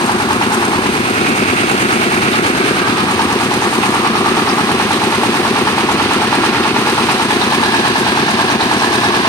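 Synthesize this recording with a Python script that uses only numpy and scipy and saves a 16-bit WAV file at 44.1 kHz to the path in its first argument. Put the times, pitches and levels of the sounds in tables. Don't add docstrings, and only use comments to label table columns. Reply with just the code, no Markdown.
import sys
import numpy as np
from scipy import signal
from scipy.fft import rfft, irfft
from scipy.io import wavfile
from scipy.ndimage import uniform_filter1d

SR = 44100
rng = np.random.default_rng(int(sys.argv[2]) if len(sys.argv) > 2 else 0)


def log_audio(samples):
    frames = np.atleast_2d(samples).T
    limited = np.clip(frames, -1, 1)
    pcm = np.round(limited * 32767).astype(np.int16)
    wavfile.write(sys.argv[1], SR, pcm)


N = 409248
TIME = np.arange(N) / SR
FREQS = np.maximum(np.fft.rfftfreq(N, 1 / SR), 1)
FIRING_PLACE = .887


def from_db(db):
    return 10 ** (np.asarray(db) / 20)


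def rms_one(x):
    return x / np.sqrt(np.mean(x ** 2) + 1e-20)


def in_time(rows):
    s, *columns = np.transpose(rows)
    return [np.interp(TIME, s, column) for column in columns]


def in_pitch(points):
    hz, value = np.transpose(points)
    return np.interp(np.log(FREQS), np.log(hz), value)


def band(x, low_hz, high_hz):
    edges_hz = [low_hz, min(high_hz, .45 * SR)]
    return signal.sosfilt(signal.butter(2, edges_hz, "band", fs=SR, output="sos"), x + 1e-18)


def noise_band(low_hz, high_hz):
    return rms_one(band(rng.standard_normal((2, N)), low_hz, high_hz))


def drift(rate_hz):
    return rms_one(irfft(rfft(rng.standard_normal(N)) / (1 + (FREQS / rate_hz) ** 2), N))


def ring(clicks, hz, t60_s):
    radius = from_db(-60 / (t60_s * SR))
    angle = 2 * np.pi * hz / SR
    return signal.lfilter([0, np.sin(angle)], [1, -2 * radius * np.cos(angle), radius ** 2], clicks + 1e-18)


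def die_away(clicks, t60_s):
    return signal.lfilter([1], [1, -from_db(-60 / (t60_s * SR))], clicks + 1e-18)


def later(x, ms):
    return np.interp(TIME - ms / 1000, TIME, x)


def spell(from_s, to_s, fade_s):
    return np.clip(.5 + np.minimum(TIME - from_s, to_s - TIME) / fade_s, 0, 1)


def each_cycle(turns, place, spread_db, jitter_ms):
    at_s = np.interp(np.arange(int(turns[-1]) + 1) + place, turns, TIME, right=-1)
    at_s = at_s[at_s > 0]
    chance = rng.standard_normal((len(at_s), 2))
    index = ((at_s + chance[:, 0] * jitter_ms / 1000) * SR).astype(int)
    clicks = np.zeros(N)
    clicks[np.clip(index, 0, N - 1)] = from_db(spread_db * chance[:, 1])
    return clicks


def swells(events, t60_s, rise_s):
    hits = np.zeros(N)
    for s, db in events:
        hits[round(s * SR)] = from_db(db)
    return uniform_filter1d(die_away(hits, t60_s), size=max(int(rise_s * SR), 1))


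def rattle(spectrum, per_s, spread_db):
    # pitch_hz, likeness (0-1)
    port_likeness = [(30, .7), (100, .97), (350, .96), (550, .85), (800, .96), (1300, .8), (2500, .3),
                     (4500, .1), (9000, 0)]
    sizes = rng.standard_normal((3, N)) * from_db(spread_db * np.clip(rng.standard_normal((3, N)), -2, 2))
    contacts = rfft(sizes * (rng.random((3, N)) < per_s / SR))
    alike = np.clip(in_pitch(port_likeness), 0, 1)
    pair = np.sqrt(alike) * contacts[0] + np.sqrt(1 - alike) * contacts[1:]
    lowest_hz, highest_hz = spectrum[0][0], spectrum[-1][0]
    skirts = 1 + (FREQS / highest_hz) ** 4 + (lowest_hz / FREQS) ** 4
    return rms_one(irfft(pair * from_db(in_pitch(spectrum)) / skirts, N))


def knock(turns, crack_low_hz=800, crack_high_hz=1400, bright_db=-10):
    # after_firing_ms, ring_db, crack_db
    blow_rows = [(0, -7.5, -22), (3.45, -14, -23), (10.3, -22, -24.5), (15.35, -15.7, -21),
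                 (18.8, -23, -28)]
    # pitch_hz, level_db, t60_s
    block_modes = [(780, -13, .035), (848, -4.8, .04), (914, -5.5, .042), (1060, -12.5, .028),
                   (1170, -14.5, .026), (1380, -16, .022), (1712, -22, .06), (3950, -22, .015),
                   (5510, -29, .15)]
    hard_firings = [3.192, 4.261, 5.234, 5.671, 6.328, 6.981, 8.605, 8.713, 9.248]
    hard_db, ring_trim_db, crack_trim_db, crack_t60_s = 2.5, 1.4, -1.5, .044
    firings = each_cycle(turns, FIRING_PLACE, spread_db=.5, jitter_ms=.25)
    for s in hard_firings:
        firings = firings * from_db(hard_db * (np.abs(TIME - s) < .03))
    blows, cracks = 0, 0
    for ms, ring_db, crack_db in blow_rows:
        clicks = later(firings, ms)
        blows = blows + from_db(ring_db) * clicks
        cracks = cracks + from_db(crack_db) * die_away(clicks, crack_t60_s)
    rings = sum(from_db(db + .6 * drift(18)) * ring(blows, hz, t60_s) for hz, db, t60_s in block_modes)
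    rings = band(band(rings, 650, 9000), 650, 9000)
    body = noise_band(crack_low_hz, crack_high_hz)
    edge = from_db(bright_db) * noise_band(1160, 3000)
    return from_db(ring_trim_db) * rings + from_db(crack_trim_db) * cracks * (body + edge)


def exhaust(turns, thud_db=-34):
    # place in the cycle (0-1), pitch_hz, t60_s, level_db
    puff_rows = [(0.083, 278, 0.079, -14.5), (0.137, 205, 0.047, -15)]
    puffs = [each_cycle(turns, place, spread_db=.5, jitter_ms=.15) for place, *_ in puff_rows]
    pipe = 0
    for k, (_, hz, t60_s, db) in enumerate(puff_rows):
        pipe = pipe + (-1) ** k * from_db(db) * ring(puffs[k], hz, t60_s)
    boom = from_db(thud_db) * (ring(puffs[0], 131.0, 0.26) - ring(puffs[0], 84, 0.14))
    return band(pipe + boom, 92, 1260)


def intake(turns, low_hz=195, high_hz=430, muffle_hz=480):
    # delay_ms, level_db
    pipe_trips = [(0, -8.8), (6.75, -6.3), (13.5, -19)]
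    trim_db, uneven_db = 1.5, .3
    gulp = band(each_cycle(turns, .3645, spread_db=.3, jitter_ms=.15), low_hz, high_hz)
    gulp = gulp / np.abs(band(signal.unit_impulse(N // 100), low_hz, high_hz)).max()
    gulp = from_db(trim_db) * signal.sosfilt(signal.butter(6, muffle_hz, fs=SR, output="sos"), gulp)
    out = 0
    for k, (ms, db) in enumerate(pipe_trips):
        out = out + (-1) ** k * from_db(db + uneven_db * drift(8.4)) * later(gulp, ms)
    return out


def compression(turns):
    thud_rows = [(.55, 121, 0.11, -28.5), (0.679, 230, 0.03, -37)]
    thuds = 0
    for place, hz, t60_s, db in thud_rows:
        clicks = each_cycle(turns, place, spread_db=4.0, jitter_ms=0.2)
        thuds = thuds + from_db(db) * ring(clicks, hz, t60_s)
    return band(thuds, 65, 630)


def valves(turns):
    # place in the cycle (0-1), level_db
    landings = [(.015, -29), (.135, -22), (.365, -31), (.668, -35)]
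    ticks = sum(from_db(db) * each_cycle(turns, place, spread_db=-3.5, jitter_ms=0.56)
                for place, db in landings)
    envelope = from_db(-7) * die_away(ticks, .035)
    return envelope * noise_band(5100, 10000)


def guard(turns):
    # pitch_hz, level_db, t60_s
    guard_modes = [(1600, -24, .06), (1715, -21, .09)]
    firings = each_cycle(turns, FIRING_PLACE, spread_db=.5, jitter_ms=.25)
    return band(sum(from_db(db) * ring(firings, hz, t60_s) for hz, db, t60_s in guard_modes), 1660, 2200)


def cycle_swing(turns):
    # place (0-1), swing_db
    rise_rows = [(.775, 2.5), (.87, 4.5), (0.93, 1.5), (0.07, 6), (.34, 4.5), (0.68, 4.5)]
    attack_s, decay_s = 0.0062, 0.029
    cycle_s, swing_db = TIME[-1] / turns[-1], 0
    for place, db in rise_rows:
        age_s = (turns - place) % 1 * cycle_s
        swing_db = swing_db + db * np.minimum(age_s / attack_s, np.exp((attack_s - age_s) / decay_s))
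    return swing_db - swing_db.mean()


def spurts(per_s=70, t60_s=0.078):
    swing = die_away(rng.random(N) * (rng.random(N) < per_s / SR), t60_s)
    return rms_one(swing - swing.mean())


def frame(close, back, facing):
    # pitch_hz, relative density_db (per Hz)
    frame_spectrum = [(20, -38), (45, -23), (68, -13.5), (84, -7.5), (112, -3), (175, -2), (235, 2),
                      (355, 3.5), (430, -11.5), (520, -12), (620, -9), (800, -39), (1500, -75)]
    level_db = -21.1 + 0.9 * close - 0.1 * back - 1.2 * facing
    return from_db(level_db) * rattle(frame_spectrum, per_s=8000, spread_db=.5)


def casing(swing_db, close, back, facing):
    # pitch_hz, relative density_db (per Hz)
    casing_spectrum = [(480, -43), (640, -16), (740, -2.5), (840, -4.5), (1000, -4.5), (1130, -2.5),
                       (1280, -5), (1400, -4), (1550, -18), (2200, -26.5)]
    level_db = -19.6 - 8 * close - 0.1 * back - 1.0 * facing
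    return from_db(level_db + .42 * swing_db) * rattle(casing_spectrum, per_s=6000, spread_db=1.5)


def panels(swing_db, close, back, facing):
    # pitch_hz, relative density_db (per Hz)
    panel_spectrum = [(590, -6), (680, 4), (760, -3), (900, 1), (1080, 4), (1270, -36), (1480, -7.5),
                      (1610, 3.5), (1660, 1), (1720, 5.5), (1810, -5.5), (1950, -13.5), (2200, -36),
                      (2450, -11), (2800, -18), (3450, -26), (3900, -8), (4400, -11)]
    level_db = -25.5 + 0.39 * close - 0.58 * back + 8.1 * facing
    level_db = level_db + 0.8 * swing_db + .5 * drift(25)
    return from_db(level_db) * rattle(panel_spectrum, per_s=4000, spread_db=6.0)


def huller(swing_db, close, back, facing):
    # pitch_hz, relative density_db (per Hz)
    huller_spectrum = [(250, -2), (430, 8), (560, -7), (730, -8), (980, -4), (1300, -7), (1620, -1.5),
                       (1850, 0.5), (2100, -1.5), (2500, -2.5), (2780, -4), (3100, -11.5), (4000, -57)]
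    level_db = -21.6 + 1.1 * close + 1.8 * back - 2.2 * facing
    level_db = level_db + 0.58 * swing_db + 0.35 * spurts()
    return from_db(level_db) * rattle(huller_spectrum, per_s=13000, spread_db=2.0)


def outlet(swing_db, close):
    # pitch_hz, relative density_db (per Hz)
    outlet_spectrum = [(350, -13), (460, -18), (580, -12), (748, -3.5), (880, -9), (1020, -13), (1180, -3),
                       (1400, -1), (1850, -13), (2250, -3.5), (2520, -8.5), (2750, -1.5), (3000, -29)]
    level_db = -18.0 + 0.82 * swing_db + 0.5 * spurts()
    return close * from_db(level_db) * rattle(outlet_spectrum, per_s=6000, spread_db=7.5)


def polisher(feed_db, close, back, facing):
    # pitch_hz, relative density_db (per Hz)
    polisher_spectrum = [(2500, 12), (3300, 6), (3900, 4.5), (4800, 0.5), (5600, -5), (6700, -12),
                         (7300, -36), (10000, -40)]
    level_db = -24.2 + 0.57 * close + 4.0 * back + 0.28 * facing
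    level_db = level_db + feed_db + .5 * spurts()
    return from_db(level_db) * rattle(polisher_spectrum, per_s=18000, spread_db=4.1)


def grain(feed_db):
    # pitch_hz, relative density_db (per Hz)
    grain_spectrum = [(5000, -12), (6500, -5.5), (7200, -12.5), (8000, -9), (8800, -3.5), (9600, -8.5),
                      (11000, -20.5), (11900, -14.5), (14000, -19.5), (16000, -61)]
    # time_s, relative level_db
    hiss_course = [(0, 0), (1.0, 0.5), (1.7, 1.5), (2.4, 1.7), (3.0, -0.5), (3.5, 1), (3.88, 2.5),
                   (4.1, -1), (4.6, 1), (5.6, 0.5), (6.6, -0.9), (7.15, 1.5), (7.7, 0.5), (8.6, -0.5),
                   (8.85, 1), (9.28, -1)]
    level_db = -30.4 + in_time(hiss_course)[0]
    level_db = level_db + 1.13 * feed_db + .8 * spurts()
    return from_db(level_db) * rattle(grain_spectrum, per_s=24000, spread_db=0.5)


def passing_bands(swing_db):
    # from_s, to_s, pitch_hz, level_db
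    band_rows = [(0, 0.802, 1477, -28.5), (1.0, 1.55, 2500, -28), (1.85, 2.7, 2340, -36),
                 (2.453, 3.1, 1590, -26), (2.696, 3.15, 1210, -21), (5.8, 7.1, 1385, -28),
                 (3.75, 4.655, 1204, -22), (6.837, 7.918, 3900, -37), (7.55, 8.05, 1670, -27),
                 (7.6, 8.3, 775, -35)]
    half_width_hz, fade_s = 157 / 2, 0.5
    out = 0
    for from_s, to_s, hz, db in band_rows:
        noise = noise_band(hz - half_width_hz, hz + half_width_hz)
        out = out + from_db(db) * spell(from_s, to_s, fade_s) * noise
    return from_db(0.72 * swing_db) * out


def lifts_and_drops():
    # time_s, change_db (positive lifts, negative drops)
    change_rows = [(.075, 2), (.6, 1.5), (2.42, -1.5), (2.54, -3), (3.6, -1), (6.72, -2.5), (7.27, -1.5),
                   (8.58, -4)]
    width_s = .018
    return from_db(sum(db * np.exp(-((TIME - s) / width_s) ** 2) for s, db in change_rows))


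def mill(turns, close, back, facing):
    swing_db = cycle_swing(turns)
    feed_db = 0.55 * swing_db + .45 * spurts()
    metal = casing(swing_db, close, back, facing) + panels(swing_db, close, back, facing)
    stages = huller(swing_db, close, back, facing) + outlet(swing_db, close)
    stages = stages + polisher(feed_db, close, back, facing) + grain(feed_db)
    return frame(close, back, facing) + lifts_and_drops() * (metal + stages + passing_bands(swing_db))


def surges(t60_s=0.19, rise_s=0.008, per_s=7000, low_hz=1850, high_hz=3000):
    # time_s, level_db before the rise is smoothed
    surge_rows = [(.42, -18), (.862, -16), (1.172, -21), (1.26, -21), (1.583, -18), (1.8, -19),
                  (2.272, -20), (2.327, -23), (2.46, -25), (2.675, -18), (2.78, -18), (3.83, -15.5),
                  (4.05, -19), (4.49, -19), (4.797, -20), (6.43, -20), (7.094, -17), (7.3, -21)]
    cracks = rng.standard_normal((2, N)) * (rng.random((2, N)) < per_s / SR)
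    return swells(surge_rows, t60_s, rise_s) * rms_one(band(cracks, low_hz, high_hz))


def flicks(t60_s=0.066, rise_s=0.026, low_hz=5500, high_hz=11000):
    # time_s, level_db before the rise is smoothed
    flick_rows = [(.212, -23), (.425, -24), (.533, -16), (.625, -32), (1.285, -23), (1.812, -19),
                  (1.932, -19), (2.04, -32), (2.467, -18), (2.677, -31), (3.108, -20), (3.535, -24),
                  (3.857, -22), (3.932, -24), (5.04, -26), (5.257, -23), (5.917, -19), (6.135, -20),
                  (7.003, -30), (7.118, -24), (7.222, -23), (7.988, -19), (8.305, -19), (8.73, -23)]
    spray = band(band(rng.standard_normal((2, N)), low_hz, high_hz), low_hz, high_hz)
    return swells(flick_rows, t60_s, rise_s) * rms_one(spray)


def chatter(per_s=900, width=0.093, fade_s=0.0081):
    # start_s, length_s (fade_s is added), level_db before the envelope, pitch_hz
    chatter_rows = [(1.593, 0.032, -24, 3100), (2.325, .025, -23, 3700), (3.607, 0.035, -28, 6200),
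                    (4.486, .04, -24, 5060), (4.92, 0.064, -23, 3700), (6.328, 0.021, -24, 3860),
                    (6.446, 0.028, -32, 5600), (7.09, 0.064, -27, 5030), (7.3, 0.025, -22, 3600),
                    (7.408, 0.022, -16.5, 3900), (7.63, .04, -23, 3850), (8.498, 0.032, -27, 6200),
                    (8.604, 0.019, -18.5, 3930), (8.778, .06, -26, 5360), (9.032, .04, -26, 5200)]
    out = np.zeros((2, N))
    for s, length_s, db, hz in chatter_rows:
        total_s = length_s + fade_s
        age_s = np.arange(int(total_s * SR)) / SR
        touches = rng.standard_normal((2, len(age_s))) * (rng.random(len(age_s)) < per_s / SR)
        envelope = np.minimum(2 * age_s / fade_s, 1) * np.sqrt(1 - age_s / total_s)
        buzz = from_db(db) * envelope * rms_one(band(touches, hz * (1 - width), hz * (1 + width)))
        start = round(s * SR)
        out[:, start:start + len(age_s)] += buzz[:, :N - start]
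    return out


def shaft(turns, slip_turns=0.03, waver_db=3.5):
    shaft_hum = [(2, -48), (3, -41), (4, -41.5), (5, -39.5)]
    ratio = 3.083
    angle = 2 * np.pi * (ratio * turns + slip_turns * drift(0.56))
    return sum(from_db(db + waver_db * drift(2.2)) * np.sin(round(k) * angle) for k, db in shaft_hum)


def yard(x):
    # delay_ms, level_db
    yard_echoes = [(18.5, -35), (25.8, -17.5), (34.5, -10), (61, -49)]
    return x + sum(from_db(db) * later(x, ms) for ms, db in yard_echoes)


def scene():
    # time_s, firings per s
    engine_speed = [(0.0, 9.449), (0.53, 9.401), (1.4, 9.414), (1.94, 9.299), (2.55, 9.288), (4.0, 9.399),
                    (4.89, 9.212), (5.89, 9.115), (6.68, 9.202), (8.0, 9.21), (8.38, 9.3), (9.28, 9.337)]
    # time_s, relative level_db
    knock_course = [(0, -.3), (.45, .7), (.75, -.5), (1.15, -12), (2.0, -12), (2.2, -5), (2.45, -4),
                    (2.65, -15), (3.08, -.3), (3.6, -.7), (4.3, .3), (5.7, .8), (7.0, .5), (8.05, 1.2),
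                    (9.28, 0)]
    # from_s, to_s, fade_s
    close_move = (0.98, 2.85, 0.53)
    back_move = (3.6, 14, 6.2)
    facing_move = (7.34, 14, 0.83)
    turns = np.cumsum(in_time(engine_speed)[0]) / SR
    close, back, facing = spell(*close_move), spell(*back_move), spell(*facing_move)
    knock_db, = in_time(knock_course)
    engine = from_db(knock_db) * knock(turns) + yard(intake(turns) + exhaust(turns))
    engine = engine + compression(turns) + valves(turns) + facing * guard(turns)
    machine = mill(turns, close, back, facing) + shaft(turns)
    left, right = engine + machine + chatter() + surges() + flicks()
    lead_ms = 0.22 + 0.09 * close - 0.09 * back + 0.06 * facing
    return np.array([left, later(right, lead_ms)])


def record(dry):
    # pitch_hz, left_minus_right_db
    port_balance = [(100, 2.5), (350, 2), (800, 0.5), (1150, 2.5), (1400, -5), (1750, -2), (2100, -7),
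                    (3300, -5), (4800, -0.5), (6300, 8), (8800, 25.5), (10500, 11), (13000, 20)]
    cutoff_hz = 14700
    ports = from_db(in_pitch(port_balance) * np.array([[.5], [-.5]]))
    ports = ports / np.sqrt(np.mean(ports ** 2, axis=0))
    coloured = irfft(rfft(dry) * ports, N)
    coloured = signal.sosfilt(signal.butter(1, 25, "high", fs=SR, output="sos"), coloured)
    rounded = 1.15 * np.tanh(coloured / 1.15)
    return signal.sosfilt(signal.ellip(10, .2, 80, cutoff_hz, fs=SR, output="sos"), rounded)


dry = scene()
out = record(dry)
log_audio(out)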